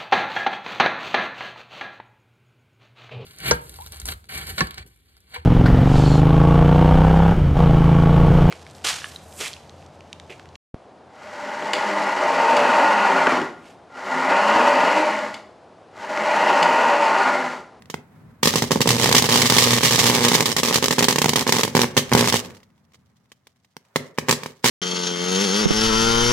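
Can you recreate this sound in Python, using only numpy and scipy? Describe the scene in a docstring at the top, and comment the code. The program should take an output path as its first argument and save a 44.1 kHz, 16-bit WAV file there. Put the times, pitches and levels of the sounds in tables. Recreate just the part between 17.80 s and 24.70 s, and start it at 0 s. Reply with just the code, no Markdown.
"""Arc on a burning circuit board

A mains-fed arc jumps between two probes, close to the microphone in a workshop. It can strike once
in every half wave: each strike is a pressure pop and a burst of spatter. The plasma hums at twice
the mains frequency, molten bits sizzle, the hot board ticks, the room answers and rumbles faintly."""
import sys
import numpy as np
from scipy import signal
from scipy.fft import rfft, irfft, next_fast_len
from scipy.io import wavfile
from scipy.ndimage import uniform_filter1d, map_coordinates

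SR = 44100
rng = np.random.default_rng(int(sys.argv[2]) if len(sys.argv) > 2 else 0)


def file_out(sig):
    """Save sig as 16-bit WAV at sys.argv[1]."""
    # one column per channel
    cols = np.atleast_2d(sig).T
    # limit, then scale
    lim = np.clip(cols, -1, 1)
    pcm = np.round(lim * 32767).astype(np.int16)
    wavfile.write(sys.argv[1], SR, pcm)


N = 304290
TIME = np.arange(N) / SR
MAINS_HZ, FIRST_CREST_S = 59.96, .0055

# Accents, the big hits and re-ignitions: t/s, spatter level/dB, pop level/dB
ACCENTS = [(0.1, -31.5, -26.5), (0.1414, -29.5, -17), (0.631, -12, -9), (0.656, -11, -10.5),
           (0.6735, -11.5, -6), (0.7387, -16, -12.5), (0.7573, -13.5, -8.5), (0.822, -15.5, -10.5),
           (0.9085, -20.5, -9), (0.9163, -14.5, -9.5), (0.9587, -22, -7.5), (1.006, -16.5, -11.5),
           (1.0148, -13, -23), (1.0577, -26, -13.5), (1.074, -11, -5.5), (1.0897, -9, -17.5),
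           (1.105, -12, -9.5), (1.198, -16.5, -16), (1.2419, -11.5, -7.5), (1.2586, -12.5, -8),
           (1.2915, -14.5, -7.5), (1.3143, -14, -6.5), (1.326, -7.5, -13.5), (1.3483, -9, -7),
           (1.3649, -11, -9.5), (1.3808, -9, -16.5), (1.423, -8.5, -11.5), (1.4967, -17.5, -14),
           (1.5578, -10.5, -5.5), (1.618, -9.5, -18.5), (1.6991, -11.5, -8.5), (1.7225, -10, -6),
           (1.766, -11.5, -7), (1.783, -8.5, -9.5), (1.873, -13, -7), (1.932, -15, -9), (1.9829, -16, -9),
           (2.009, -22, -12), (2.033, -15, -9), (2.0515, -13, -13), (2.109, -15.5, -13.5),
           (2.158, -11.5, -13), (2.1922, -13, -8.5), (2.2405, -11, -12), (2.274, -14.5, -10.5),
           (2.2989, -11.5, -7.5), (2.358, -22.5, -8.5), (2.4489, -13, -6.5), (2.4825, -14.5, -14),
           (2.5168, -26.5, -9), (2.5509, -11.5, -6), (2.6063, -8.5, -7.5), (2.6573, -15, -17),
           (2.7171, -17, -17.5), (2.7655, -12, -11), (2.8327, -14.5, -9), (2.8836, -17.5, -12.5),
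           (2.9099, -19, -10.5), (2.9421, -13, -13), (2.9575, -11, -7), (3.0258, -16, -10.5),
           (3.0413, -11.5, -9.5), (3.0581, -12, -14.5), (3.083, -11, -11.5), (3.1086, -16, -8.5),
           (3.183, -16.5, -9), (3.191, -13, -10), (3.208, -12, -9.5), (3.2253, -12.5, -9.5),
           (3.2421, -11.5, -10.5), (3.284, -8.5, -6), (3.326, -14.5, -13), (3.3591, -14.5, -9),
           (3.3841, -12.5, -9.5), (3.4173, -14, -8), (3.4434, -13.5, -7.5), (3.4584, -11, -8),
           (3.492, -7.5, -10.5), (3.534, -15, -11), (3.5585, -12, -8.5), (3.5924, -14.5, -21),
           (3.6676, -27, -10.5), (3.6924, -17, -7), (3.7238, -7, -8), (3.7933, -18.5, -10),
           (3.8337, -10, -10), (3.878, -27, -16.5), (3.9507, -15.5, -4.5), (3.9674, -11, -3.5),
           (3.9753, -18.5, -8), (3.9922, -18, -6), (4.0163, -9, -10), (4.0333, -16, -12), (4.042, -24, -10),
           (4.1673, -16, -8.5), (4.175, -12.5, -7), (4.3257, -22.5, -2), (4.334, -9, -16), (4.3502, -12, 4),
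           (4.3921, -16.5, -9), (4.4089, -10, -8), (4.426, -25, -10), (4.4427, -22.5, -12.5),
           (4.4842, -16.5, -10), (4.5246, -13, -10), (4.5415, -13.5, -3.5), (4.5584, -15.5, -11.5),
           (5.967, -32.5, -28), (6.1596, -17, -5), (6.167, -22.5, -15.5), (6.3853, -22.5, -6.5),
           (6.485, -21.5, -9.5), (6.4926, -11, -5), (6.5004, -16, -7.5), (6.51, -10, -10.5),
           (6.5262, -14.5, -9), (6.634, -31, -19.5), (6.6602, -31, -17), (6.843, -15, -4.5),
           (6.8591, -11, -5.5)]
# Fader moves of the burning arc: t/s, sizzle level/dB, hum level/dB, fill pop/dB, fill spatter/dB
ARC_FADERS = [(.628, -21.5, -41.5, -22.5, -18), (.9, -35.5, -31.5, -16, -26),
              (1.1, -28.5, -26.5, -18.5, -23), (1.5, -22, -31, -13.5, -16.5), (1.97, -21, -27, -16, -18.5),
              (2.5, -18.5, -37, -13, -25), (2.7, -35, -47, -16.5, -18), (3.3, -31.5, -46.5, -14, -21),
              (3.8, -40, -41, -15, -20), (4, -42.5, -34.5, -16, -19), (4.15, -46.5, -28.5, -21.5, -32.5),
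              (4.33, -41, -25, -9.5, -23), (4.55, -23.5, -34, -15.5, -19), (4.7, -45, -39, -18.5, -22.5),
              (4.84, -71.5, -50.5, -20, -22), (6.14, -70.5, -50, -20, -25), (6.17, -49.5, -49.5, -23, -27),
              (6.45, -65.5, -50, -18, -21), (6.5, -33, -37, -15.5, -27), (6.7, -49, -40, -19, -20),
              (6.82, -63, -35, -21, -21), (6.845, -27.5, -43, -7, -13), (6.9, -32.5, -41.5, -21.5, -18)]
# Thin ticks of the hot board and the arc's last small sputters: t/s, level/dB
THIN_TICKS = [(0.022, -34), (0.057, -38), (4.225, -24.5), (4.293, -24), (4.648, -23.5), (4.706, -30.5),
              (4.748, -34.5), (4.769, -38), (4.803, -42), (4.831, -40.5), (4.903, -54.5), (4.959, -65.5),
              (4.979, -52.5), (5.12, -50), (5.135, -45.5), (5.144, -40.5), (5.154, -44.5), (5.298, -59),
              (5.457, -54.5), (5.518, -31.5), (5.67, -33), (5.76, -54), (5.847, -44), (6.051, -49.5),
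              (6.377, -23)]
def strikes():
    """Accents, random-sized fills on the other mains crests while the arc burns, and thin ticks and sputters."""
    accent_s, spatter_db, pop_db = np.transpose(ACCENTS)
    crests = np.arange(FIRST_CREST_S, N / SR, .5 / MAINS_HZ)
    at = (crests * SR).astype(int)
    size, jitter, spread = rng.standard_normal((len(crests), 3)).T
    accented = np.abs(crests[:, None] - accent_s).min(axis=1) < .004
    free = ~accented & (burning()[at] > 0)
    spent_db = 3.5 * np.roll(accented, 1)  # an accent leaves the gap weaker for the next half wave
    size_db = np.minimum(3.5 * size, 1.5) - spent_db
    fill_pop_db, fill_spatter_db = (fader[at] + size_db for fader in faders(ARC_FADERS)[2:])
    fills = np.array([crests + .0008 * jitter, fill_spatter_db + 2.5 * spread, fill_pop_db])[:, free]
    tick_s, tick_db = np.transpose(THIN_TICKS)
    hits = np.hstack([[accent_s, spatter_db, pop_db], fills, [tick_s, tick_db - 12.5, tick_db - .5]])
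    counts = [len(accent_s), free.sum(), len(tick_s)]
    return discharge(*hits, base_rise_s=np.repeat([.00021, .00022, .00005], counts),
                     base_t60=np.repeat([.032, .03, .03], counts))


# Softness of the pops, longer is duller: t/s, length/ratio
POP_STRETCH = [(0, 0.78), (.7, 1.24), (.95, 1.73), (1.3, 0.98), (3.8, 0.96), (4.3, 0.91), (6.9, 0.66)]
# Tone of spatter and sizzle: f/Hz, level/dB
SPATTER_EQ = [(710, -15), (1200, -2.5), (1440, -18.5), (1830, -2.5), (2560, -7), (2950, -2.5), (5900, -4.5),
              (9720, -14), (15200, -17), (16000, -23.5)]
def discharge(times, spatter_db, pop_db, base_rise_s, base_t60):
    """Each strike shoves the air once and throws a short, ragged spray of spatter."""
    t = np.arange(SR // 25) / SR
    length, decay, echo_strength, delay = rng.standard_normal((len(times), 4)).T
    starts = times - base_rise_s
    blunt = .0083 * (pop_db - spatter_db - 5.5)  # little spatter means a slower, duller shove
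    rise_s = base_rise_s * np.interp(times, *np.transpose(POP_STRETCH)) * np.exp(blunt + .14 * length)
    age = t[:120] / rise_s[:, None]
    shove = amp(pop_db)[:, None] * (age * np.exp(1 - age)) ** 2
    echo_s = times + .001301 * np.exp(.098 * delay)  # an inverted echo of each pop, about 1.3 ms later
    pops = place(starts, shove) + place(echo_s, (.3 * echo_strength[:, None] - .75) * shove)
    t60 = (base_t60 * np.exp(.46 * decay))[:, None]
    spray_power = (1 - np.exp(-t / .00062)) ** 2 * amp(2 * spatter_db[:, None] - 120 * t / t60)
    spray = np.sqrt(place(starts, spray_power)) * amp(.89 * wobble(700))
    return amp(1) * filtered(pops, air_pocket) + amp(3.5) * spray * hiss(SPATTER_EQ)


# Body of the pops: f/Hz, bandwidth/Hz, left level/dB, right level/dB
POCKET_MODES = [(161.4, 102, 2.5, 4), (241.6, 42, -0.5, -0.5), (499, 209, -7.5, 5), (947, 1140, 1, 3.5),
                (2049, 645, 7, 3), (3600, 770, -15.5, -25)]
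def air_pocket(hz):
    """Response of the air ringing between board, bench and microphone; the left port is nearer."""
    ring = sum(amp([[left], [right]]) * 1j * hz * width / (f * f - hz * hz + 1j * hz * width)
               for f, width, left, right in POCKET_MODES)
    left_lead_s = .00007
    return ring * np.exp(2j * np.pi * hz * np.array([[.5], [-.5]]) * left_lead_s)


# Gaps in the burn: start t/s, end t/s
ARC_GAPS = [(0, .63), (.685, .738), (.785, .82), (.85, .905), (.935, .955), (.98, 1.004), (1.025, 1.055),
            (1.168, 1.18), (1.295, 1.306), (1.402, 1.42), (1.468, 1.488), (1.68, 1.696), (1.99, 2.03),
            (2.088, 2.105), (2.165, 2.18), (2.22, 2.23), (2.505, 2.53), (2.64, 2.654), (2.725, 2.764),
            (2.805, 2.83), (2.985, 3.022), (3.062, 3.106), (3.14, 3.182), (3.255, 3.28), (3.33, 3.38),
            (3.395, 3.44), (3.465, 3.48), (3.505, 3.555), (3.625, 3.666), (3.705, 3.722), (3.812, 3.83),
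            (3.85, 3.948), (3.98, 3.99), (4.05, 4.165), (4.198, 4.315), (4.465, 4.475), (4.5, 4.522),
            (4.565, 6.48), (6.535, 6.84)]
def burning():
    """1 while the arc burns, 0 while it is out."""
    return 1 - sum((TIME > start) & (TIME < end) for start, end in ARC_GAPS)


# Partials of the hum: multiple of twice the mains frequency, level/dB
HUM_PARTIALS = [(1, 2), (2, -5), (4, -4), (5, -15)]
def plasma():
    """The hot column swells with each half wave; molten bits sizzle, less when the arc is out."""
    sizzle_db, hum_db = faders(ARC_FADERS)[:2]
    heat = uniform_filter1d(burning() * 1.0, size=500)
    phase = 4 * np.pi * MAINS_HZ * (TIME - FIRST_CREST_S)
    # the hum lags the strikes by about 4 ms, keeping its low note full
    lagged = phase - 4 * np.pi * MAINS_HZ * .0042
    hum = sum(amp(db + 2.5 * wobble(40)) * np.cos(k * lagged + .3 * wobble(30)) for k, db in HUM_PARTIALS)
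    spits_db = 4.9 * wobble(60) + 2.1 * wobble(500) + 2.8 * np.cos(phase - 1.2)
    sizzle = amp(sizzle_db - 4.3 * (1.5 - heat) + spits_db) * hiss(SPATTER_EQ)
    return amp(hum_db) * heat * hum + sizzle


# Reverb time of the room: f/Hz, t60/s
ROOM_DECAY = [(100, 0.3), (400, 0.63), (1500, .55), (3500, 0.27), (14000, 0.16)]
def workshop(x):
    """A short room reverb in which each frequency dies at its own speed."""
    hz, t, noise = signal.stft(rng.standard_normal((2, SR // 2)), SR, nperseg=256)
    tail = signal.istft(noise * amp(-60 * t / along(ROOM_DECAY, hz)[:, None]), SR, nperseg=256)[1]
    predelayed = np.pad(x.mean(axis=0), (200, 0))[None]
    reverb = signal.fftconvolve(predelayed, tail / np.linalg.norm(tail[0]), axes=1)[:, :N]
    return_eq = [(70, 1), (120, 3.5), (250, -3), (480, -4), (1000, -9), (2000, -4), (10000, 5)]
    return stereo_pair(reverb, return_eq)


# Fader moves of the bed: t/s, rumble level/dB, air level/dB
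BED_FADERS = [(0, -48.5, -58.5), (.25, -55, -59.5), (.45, -45.5, -58.5), (.6, -55, -63), (.64, -40.5, -57),
              (4.7, -44.5, -50), (4.85, -60, -69), (5.3, -62.5, -71.5), (5.92, -71.5, -77), (6.1, -71, -66),
              (6.9, -63.5, -67.5)]
# Tone of the rumble: f/Hz, level/dB
RUMBLE_EQ = [(18, -41), (30, -13.5), (81, 3), (140, -2), (231, -1.5), (289, -10.5), (700, -28), (910, -54),
             (1540, -120)]
# Tone of the airy hiss: f/Hz, level/dB
AIR_EQ = [(240, -30.5), (400, -2.5), (1000, -2.5), (2200, -10.5), (2800, -18), (6500, -26.5),
          (12000, -26.5), (15500, -28.5)]
# Low swell before the arc catches: t/s, level/dB
DRONE_FADER = [(.3, -75), (.33, -47), (.48, -56), (.53, -80)]
def room_tone():
    """A low, lumpy rumble of flame and room, a faint airy hiss and a short drone."""
    rumble_db, air_db = faders(BED_FADERS)
    drone_hz = 155
    drone = amp(faders(DRONE_FADER)[0] + 1.5 * wobble(30)) * np.sin(2 * np.pi * drone_hz * TIME)
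    rumble = amp(rumble_db + .67 * wobble(25)) * hiss(RUMBLE_EQ)
    air = amp(air_db + 1.05 * wobble(55)) * hiss(AIR_EQ)
    return rumble + air + drone


# Pan of the noise layers: f/Hz, left minus right level/dB
NOISE_PAN = [(600, 0.5), (2000, -1), (5000, -3), (8000, -7), (14000, 2.5)]
def hiss(eq):
    """Coloured stereo noise of rms 1."""
    pair = stereo_pair(rng.standard_normal((2, N)), eq)
    panned = filtered(pair, lambda hz: amp(along(NOISE_PAN, hz) * [[.5], [-.5]]))
    return panned / np.sqrt(np.mean(panned ** 2) + 1e-20)


# Stereo image, mono in the bass and wide on top: f/Hz, left-right correlation
CORRELATION = [(100, 1), (500, 0.61), (1500, 0.35), (4000, 0.068), (12000, 0.012)]
def stereo_pair(x, eq):
    """Colours two unrelated signals and blends them as two close microphone ports hear them."""
    def mid_side(hz):
        angle = np.arccos(np.clip(along(CORRELATION, hz), -1, 1)) / 2
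        return amp(along(eq, hz)) * [np.cos(angle), np.sin(angle)]
    mid, side = filtered(x, mid_side)
    return np.array([mid + side, mid - side])


def amp(db):
    """Decibels to gain."""
    return 10 ** (np.asarray(db) / 20)


def along(points, hz):
    """Reads (f/Hz, value) points on a log frequency axis."""
    f, values = np.transpose(points)
    return np.interp(np.log(hz + 1), np.log(f + 1), values)


def faders(rows):
    """One dB curve for each column after the time; silent outside the rows."""
    times, *columns = np.transpose(rows)
    return [np.interp(TIME, times, db, left=-120, right=-120) for db in columns]


def wobble(rate):
    """A smooth random curve, rate knots a second."""
    return map_coordinates(rng.standard_normal(int(N * rate / SR) + 4), [TIME * rate])


def filtered(x, response):
    """x through a complex frequency response."""
    size = next_fast_len(N + SR // 2)
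    return irfft(rfft(x, size) * response(np.fft.rfftfreq(size, 1 / SR)), size)[..., :N]


def place(times, shapes):
    """Lays one short shape on the track at each time."""
    at = np.round(times * SR).astype(int)[:, None] + np.arange(shapes.shape[1])
    return np.bincount(at.ravel(), shapes.ravel(), N + shapes.shape[1])[:N]


def scene():
    """Close strikes, their reverb, plasma and bed; a noise suppressor ducks the quiet reverb tails."""
    close = strikes()
    reverb = amp(-9) * workshop(close)
    level_db = 10 * np.log10(np.abs(uniform_filter1d((close + reverb)[0] ** 2, size=900)) + 1e-12)
    threshold_db, range_db = -44.5, 12
    gate = amp(-np.clip(.71 * (threshold_db - level_db), 0, range_db))
    return close + gate * reverb + plasma() + room_tone()


def record(dry):
    """The microphone drops the deep bass, rounds off the highest peaks and ends at its band limit."""
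    low_cut_hz, width_hz, ceiling, top_hz = 105, 110, .95, 15900
    thin = filtered(dry, lambda hz: -hz * hz / (low_cut_hz ** 2 - hz * hz + 1j * hz * width_hz))
    soft = thin / (1 + np.abs(thin / ceiling) ** 4) ** (1 / 4)
    return filtered(soft, lambda hz: hz < top_hz)


dry = scene()
out = record(dry)
file_out(out)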